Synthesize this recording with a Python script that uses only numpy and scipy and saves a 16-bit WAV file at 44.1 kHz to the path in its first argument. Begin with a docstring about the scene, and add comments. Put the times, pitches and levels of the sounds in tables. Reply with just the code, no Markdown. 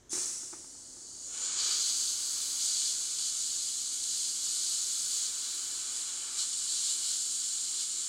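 """A jet of air from a blow gun hisses in the open, then is brought up to a circuit board,
where it breaks on the parts, roars, spits and sings in the gaps.
As the gun is opened over the workbench, its valve ticks and its coiled hose thumps.
A faint leak, a machine hum and the rumble of the room lie underneath. It is all heard from close by."""
import sys
import numpy as np
from scipy import signal
from scipy.fft import rfft, irfft
from scipy.io import wavfile
from scipy.ndimage import uniform_filter1d, map_coordinates

SR = 44100
rng = np.random.default_rng(int(sys.argv[2]) if len(sys.argv) > 2 else 0)


def wav_out(sig):
    """Save sig, one row per channel (or a flat mono array), as 16-bit PCM at SR to the path in sys.argv[1]."""
    wavfile.write(sys.argv[1], SR, np.round(np.clip(np.atleast_2d(sig).T, -1, 1) * 32767).astype(np.int16))


N = 356328
TIME = np.arange(N) / SR
FREQS = np.fft.rfftfreq(N, 1 / SR)
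OPEN_S, LAND_S, PARTS_S = 0.098, 1.35, 1.68  # the air starts, meets the board, reaches the small parts


def from_db(db):
    """Turn decibels into a number to multiply by."""
    return 10 ** (np.asarray(db) / 20)


def unit_power(x):
    """Scale a signal so that its average power is 1."""
    return x / np.sqrt(np.mean(x ** 2) + 1e-20)


def curves(rows):
    """Join a table's points with straight lines: one curve for each column after the time."""
    times, *columns = np.transpose(rows)
    return [np.interp(TIME, times, column) for column in columns]


def noise(colour):
    """Steady noise shaped by rows of (pitch_hz, level_db), fading 20 dB an octave past their ends."""
    hz, db = np.transpose(colour)
    octave = np.log2(FREQS + 1)
    outside = np.abs(octave - np.clip(octave, np.log2(hz[0]), np.log2(hz[-1])))
    gain = from_db(np.interp(octave, np.log2(hz), db) - 20 * outside)
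    return unit_power(irfft(rfft(rng.standard_normal(N)) * gain, N))


def drift(rate_hz):
    """A random wobble of about size 1; a higher rate makes it quicker."""
    return unit_power(irfft(rfft(rng.standard_normal(N)) / (1 + (FREQS / rate_hz) ** 2), N))


def retuned(x, ratio):
    """Slide a noise up or down in pitch by running it faster or slower."""
    return map_coordinates(x, [np.cumsum(ratio) % (N - 1)], order=3, mode="nearest")


def clicks(events):
    """One click for each row of (start_s, level_db)."""
    out = np.zeros(N)
    for start_s, level_db in events:
        out[round(start_s * SR)] += from_db(level_db)
    return out


def puffs(events, decay_s):
    """A loudness curve that jumps up at each event and dies away."""
    envelope = signal.lfilter([1], [1, -np.exp(-1 / (decay_s * SR))], clicks(events) + 1e-18)
    return uniform_filter1d(envelope, size=40)


def struck(hits, notes, vary_db):
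    """Each hit rings all of an object's notes, which fade 60 dB in ring_s; hard hits are brighter."""
    out = np.zeros(N)
    start_s, hit_db, hardness = np.transpose(hits)
    chance = rng.standard_normal((len(hits), len(notes)))
    for k, (hz, note_db, ring_s) in enumerate(notes):
        level_db = hit_db + note_db + hardness * np.log2(hz / notes[0][0]) + vary_db * chance[:, k]
        taps = clicks(zip(start_s, level_db)) + 1e-18
        fade, angle = from_db(-60 / (ring_s * SR)), 2 * np.pi * hz / SR
        out += (-1) ** k * signal.lfilter([0, np.sin(angle)], [1, -2 * fade * np.cos(angle), fade ** 2], taps)
    return out


def room_echoes(x, echo_db, ring_s):
    """Add a wash of quickly dying echoes from the bench and the walls."""
    t = TIME[:SR // 2]
    tail = rng.standard_normal(len(t)) * from_db(-60 * t / ring_s) * (t > .001)
    response = from_db(echo_db) * tail / np.linalg.norm(tail)
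    response[0] = 1
    return signal.fftconvolve(x, response / np.linalg.norm(response))[:N]


# Tone colour of the room's rumble and of the leak: pitch_hz, level_db
RUMBLE_COLOUR = [(20, 1.5), (40, -0.5), (85, 0.5), (130, -0.5), (200, -5), (240, -1.5), (320, 1.5),
                 (380, 0), (480, -6), (800, -13.5), (1500, -12.5), (2200, -18.5), (3300, -48), (12000, -32)]
LEAK_COLOUR = [(3000, -8.5), (4700, -11.5), (6400, 0), (8200, -7), (10000, -19), (13000, -41)]
# The notes a machine hums: pitch_hz, level_db
HUM_NOTES = [(59.5, -89), (260, -72.5), (355, -82)]
def workshop(rumble_db, leak_db, waver_hz):
    """A slowly fading room rumble, a slight leak of air and a wavering machine hum."""
    hum = np.zeros(N)
    for hz, db in HUM_NOTES:
        phase = 2 * np.pi * np.cumsum(hz + waver_hz * drift(3.9)) / SR
        hum += from_db(db) * np.sqrt(2) * np.sin(phase)
    rumble = from_db(rumble_db - 0.7 * TIME) * noise(RUMBLE_COLOUR)
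    return rumble + from_db(leak_db) * noise(LEAK_COLOUR) + hum


# Knocks as the hose jerks: start_s, level_db, hardness_db_per_octave
HOSE_KNOCKS = [(0.13, -34, -3.5), (0.149, -37.5, -7), (0.177, -43, 1), (0.213, -56, 0), (0.258, -58, -1),
               (0.431, -50, 0), (0.529, -41.5, -0.5), (0.535, -48, 7), (0.643, -53, 3), (0.751, -58, 4),
               (0.967, -52.5, 1)]
# The notes of the hose on the bench: pitch_hz, level_db, ring_s
HOSE_NOTES = [(298, -11, 0.054), (354, -2.5, 0.064), (584, -14, .03), (873, -5.5, 0.024),
              (1274, -10.5, 0.032), (1510, -17, .03)]
# Tone colour of the coils slapping: pitch_hz, level_db
SLAP_COLOUR = [(150, -20), (350, 15), (600, -10), (1000, -1), (1600, -4), (2400, -3), (4000, -28)]
def hose(slap_db, rustle_db):
    """The coils slap together with a short hollow ring and rustle on as they settle."""
    knocks = [(start_s, level_db) for start_s, level_db, _ in HOSE_KNOCKS]
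    slap = from_db(slap_db) * puffs(knocks, decay_s=.006)
    rustle = from_db(rustle_db) * puffs(knocks, decay_s=.06)
    return (slap + rustle) * noise(SLAP_COLOUR) + struck(HOSE_KNOCKS, HOSE_NOTES, vary_db=-1.0)


# Ticks as the trigger is pulled: start_s, level_db, hardness_db_per_octave
VALVE_TICKS = [(0.095, -38, 4), (0.104, -42, 2)]
# The notes of the valve: pitch_hz, level_db, ring_s
VALVE_NOTES = [(3426, -17, 0.081), (6250, -4, 0.013), (6460, -3.5, 0.028), (9400, -18, .04)]
def valve():
    """The trigger valve ticks open and rings briefly."""
    return struck(VALVE_TICKS, VALVE_NOTES, vary_db=3.0)


def breathy_note(pitch_hz, level_db, width_hz):
    """Swirling air sounds a note: a narrow band of noise that fades in over a second."""
    phase = 2 * np.pi * np.cumsum(pitch_hz) / SR
    tone = unit_power(drift(width_hz) * np.cos(phase) + drift(width_hz) * np.sin(phase))
    return tone * from_db(level_db) * np.clip(TIME - OPEN_S, 0, 1)


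def hollow_note(jet_db, surge_db, narrowing):
    """A hollow between the parts sings: surges raise its note, a narrower gap lowers and weakens it."""
    narrower_percent = 100 * (narrowing - 1)
    pitch_hz = (4308 + 22 * surge_db) * narrowing ** -1.3
    level_db = jet_db - 14 + 0.43 * surge_db - 1.46 * narrower_percent
    return breathy_note(pitch_hz, level_db, width_hz=400)


# The note of a narrow gap: time_s, pitch_hz, level_db (compared with the jet)
GAP_NOTE = [(0.9, 6702, -7), (1.2, 6698, -0.5), (1.4, 7046, 3.5), (1.8, 6761, 0), (2.2, 6718, -5.5),
            (3.4, 6993, -2.5), (4.5, 6896, -5), (5.6, 7118, -1.5), (6.8, 7224, -2.3), (8.0, 7209, -1.5)]
def singing_gap(jet_db):
    """The jet sings in a gap. Also gives the narrowing: above 1 when the note is higher than average."""
    pitch_hz, level_db = curves(GAP_NOTE)
    return breathy_note(pitch_hz, jet_db + level_db, width_hz=440), pitch_hz / pitch_hz.mean()


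# The nozzle coming down to the bench: time_s, height_m
NOZZLE_HEIGHT = [(0.1, .31), (0.45, 0.249), (0.8, 0.22), (1.05, 0.19), (1.4, 0.056)]
def nozzle_path(lowest_db):
    """The nozzle's height and the level of its steady flow, 4 dB quieter at twice the height."""
    height_m, = curves(NOZZLE_HEIGHT)
    return height_m, lowest_db - 4 * np.log2(height_m / height_m.min())


# Tone colour of the first blast and of the steady flow: pitch_hz, level_db
BLAST_COLOUR = [(150, -17.5), (700, -24), (1400, -19), (2000, -20.5), (3100, -19), (4000, -12), (4800, -9),
                (5600, -1), (7200, 1), (8300, -1), (9900, -8.5), (11400, -22), (12900, -30), (16000, -30)]
FLOW_COLOUR = [(500, -13), (1500, -23), (2650, -31), (3000, -18.5), (3800, -20), (4450, -18), (5200, -5.5),
               (5900, -4), (7200, 0.5), (8400, -1.5), (9900, -11), (11000, -22), (12700, -34), (16000, -31)]
def free_jet(height_m, flow_db, blast_db, echo_db):
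    """Pressure stored in the hose leaves as a blast, then a smooth flow that dies at the board."""
    rise_s, hold_s, drain_db_per_s = 0.033, 0.1, 45
    end_s, end_db_per_s = 1.455, 450
    age_s = TIME - OPEN_S
    opening = np.clip(age_s / rise_s, 0, 1)
    blast = from_db(blast_db - drain_db_per_s * np.maximum(age_s - rise_s - hold_s, 0))
    flow = from_db(flow_db - end_db_per_s * np.clip(TIME - end_s, 0, 1))
    jet = opening * (blast * noise(BLAST_COLOUR) + flow * noise(FLOW_COLOUR))
    delay_s = 2 * height_m / 343  # to the bench and back; as this shrinks, the hiss sweeps
    echo = from_db(echo_db) * np.interp(TIME - delay_s, TIME, jet)
    swirl = from_db(-0.14 * drift(60))
    return (jet + echo) * swirl


# The jet catching sharp edges: start_s, level_db
EDGE_SPURTS = [(1.372, -28), (1.824, -21), (1.9635, -16), (2.415, -19), (2.7982, -20), (3.1858, -20),
               (4.036, -17), (4.1261, -25.5), (4.8156, -26), (4.9313, -31), (5.1094, -27), (6.389, -18),
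               (6.5865, -29)]
def spurts(gain_db):
    """The loudness curve of the short puffs that fly off the edges."""
    return from_db(gain_db) * puffs(EDGE_SPURTS, decay_s=0.0075)


# How squarely the jet hits the board, heard as its hiss between surges: time_s, level_db
AIM = [(1.3, -48.5), (1.47, -40), (1.72, -38), (2.02, -35.5), (2.25, -36.5), (3.95, -37.5), (5.0, -35.5),
       (5.35, -38.5), (5.8, -39), (6.3, -40.5), (6.6, -36.5), (7.25, -36), (8.08, -38.5)]
# The jet swinging onto a part: start_s, length_s, roar_lift_db, hiss_lift_db
SURGES = [(1.396, 0.065, 4.5, 0), (1.549, 0.211, 9, 2.5), (1.78, 0.12, 6, 2.5), (1.924, 0.18, 1.5, 1.5),
          (2.58, .32, 5, 3), (3.176, .09, 3.5, 1.5), (3.33, 0.36, 1.5, 0.6), (4.067, 0.21, 3, 1.9),
          (4.41, .36, 2, 1.5), (5.078, .18, 3.5, 1.5), (5.39, 0.16, 2.7, -0.5), (5.926, .07, 2.1, 2),
          (6.355, 0.059, 8.5, 5.5), (6.674, 0.11, 4.5, 1.5), (6.819, 0.091, 5, 2.5), (7.015, 0.11, 4, 1.5),
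          (7.768, 0.038, 6.5, 2.5)]
def aim_and_surges(rise_s, fall_s):
    """Each surge swells, holds and falls back. Gives the hiss level, roar level and the roar's lift."""
    aim_db, = curves(AIM)
    surge_db, hiss_db = np.zeros(N), aim_db.copy()
    for start_s, length_s, roar_lift_db, hiss_lift_db in SURGES:
        age_s = TIME - start_s
        swell = np.clip(np.minimum(age_s / rise_s, 1 - (age_s - length_s) / fall_s), 0, 1)
        surge_db += roar_lift_db * swell
        hiss_db += hiss_lift_db * swell
    return hiss_db, aim_db - 6 + surge_db, surge_db


# Tone colours of the jet on the board, from low to high: pitch_hz, level_db
RUSH_COLOUR = [(200, -34), (350, -3.5), (520, -10), (780, -7.5), (980, -5.5), (1180, 0.5), (1560, 1),
               (1780, -4), (2020, -7), (2300, 0.5), (2680, -4.5), (3050, 3.5), (3600, 0), (4300, -6)]
ROAR_COLOUR = [(2400, -23.5), (2750, -19), (2950, -9.5), (3300, -6), (3560, -6), (3900, -3.5), (4200, 1),
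               (4550, 1), (4830, -1), (5020, -3), (5450, -7), (5730, -2), (6000, -6.5), (6900, -24)]
HISS_COLOUR = [(5200, -9), (5950, -9.5), (6350, -0.5), (6700, -4.5), (7100, -2.5), (7450, -2.5),
               (7750, -2.5), (8000, -1.5), (8600, -3.5), (9000, -6.5), (9250, -9), (9550, -10),
               (9900, -28.5), (12300, -53)]
SIZZLE_COLOUR = [(8800, -17), (9800, 0.5), (10400, 4), (10950, 3), (11500, -3.5), (12000, -4), (12500, -33),
                 (14000, -44)]
FIZZ_COLOUR = [(11000, -24), (12400, -6), (13100, 6), (13800, 5), (14350, 4), (15150, 8), (15500, 1),
               (16000, 4.5)]
# The rise and fall of the hollow rush under the hand: time_s, level_db
RUSH_LEVELS = [(1.34, -56.5), (1.7, -48), (1.81, -54.5), (2.13, -59.5), (2.35, -57.5), (3.82, -62.5),
               (6.43, -55), (6.5, -60), (7.1, -58), (7.23, -62), (7.72, -60), (8.08, -60.5)]
# The highest sounds, compared with the hiss: time_s, sizzle_db, fizz_db
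TREBLE_LEVELS = [(1.7, -15.5, -24), (2.1, -14, -22), (2.52, -11, -18.5), (2.75, -15.5, -26.5),
                 (4.9, -14, -26), (5.12, -12.5, -21), (5.25, -17, -23.5), (5.55, -13, -21),
                 (5.85, -16.5, -26), (6.5, -17.5, -29), (7.1, -16, -26), (8.08, -18, -27.5)]
def jet_on_board(hiss_db, roar_db, narrowing, rush_gain_db, flutter_db, spit_db):
    """The jet flaps on the parts, so its roar, hiss and sizzle flutter and spit together."""
    land_db_per_s, parts_db_per_s = 168, 90
    rush_db, = curves(RUSH_LEVELS)
    sizzle_db, fizz_db = curves(TREBLE_LEVELS)
    # As the gap narrows, the hiss climbs and the roar sinks.
    hiss = from_db(hiss_db) * retuned(noise(HISS_COLOUR), narrowing ** .55)
    roar = from_db(roar_db) * retuned(noise(ROAR_COLOUR), narrowing ** -.4)
    on_parts = from_db(hiss_db + parts_db_per_s * np.minimum(TIME - PARTS_S, 0))
    treble = from_db(sizzle_db) * noise(SIZZLE_COLOUR) + from_db(fizz_db) * noise(FIZZ_COLOUR)
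    rush = from_db(rush_db + rush_gain_db) * noise(RUSH_COLOUR)
    swirl = unit_power(from_db(flutter_db * drift(38) + spit_db * drift(750)))
    arrival = from_db(land_db_per_s * np.minimum(TIME - LAND_S, 0))  # swells as the nozzle closes in
    edges = spurts(gain_db=-16.5) * (noise(HISS_COLOUR) + 0.96 * noise(ROAR_COLOUR))
    return (swirl * (hiss + roar + on_parts * treble) + rush) * arrival + edges


def scene():
    """Jet, valve, hose and workshop together, the same in both channels."""
    height_m, flow_db = nozzle_path(lowest_db=-42)
    hiss_db, roar_db, surge_db = aim_and_surges(rise_s=.045, fall_s=.06)
    jet_db = np.where(TIME < LAND_S, flow_db, hiss_db)
    gap, narrowing = singing_gap(jet_db)
    air = gap + hollow_note(jet_db, surge_db, narrowing)
    air += free_jet(height_m, flow_db, blast_db=-33.5, echo_db=-15.5)
    air += jet_on_board(hiss_db, roar_db, narrowing, rush_gain_db=4.0, flutter_db=0.26, spit_db=0.5)
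    mono = hose(slap_db=-13.5, rustle_db=-17.5)
    mono += room_echoes(air + valve(), echo_db=-10, ring_s=0.11)
    mono += workshop(rumble_db=-63.5, leak_db=-66.5, waver_hz=1.62)
    return np.stack([mono, mono])


def record(dry):
    """Cut away the very highest treble, above 15800 Hz."""
    return signal.sosfilt(signal.ellip(12, .1, 80, 15800, fs=SR, output="sos"), dry)


dry = scene()
out = record(dry)
wav_out(out)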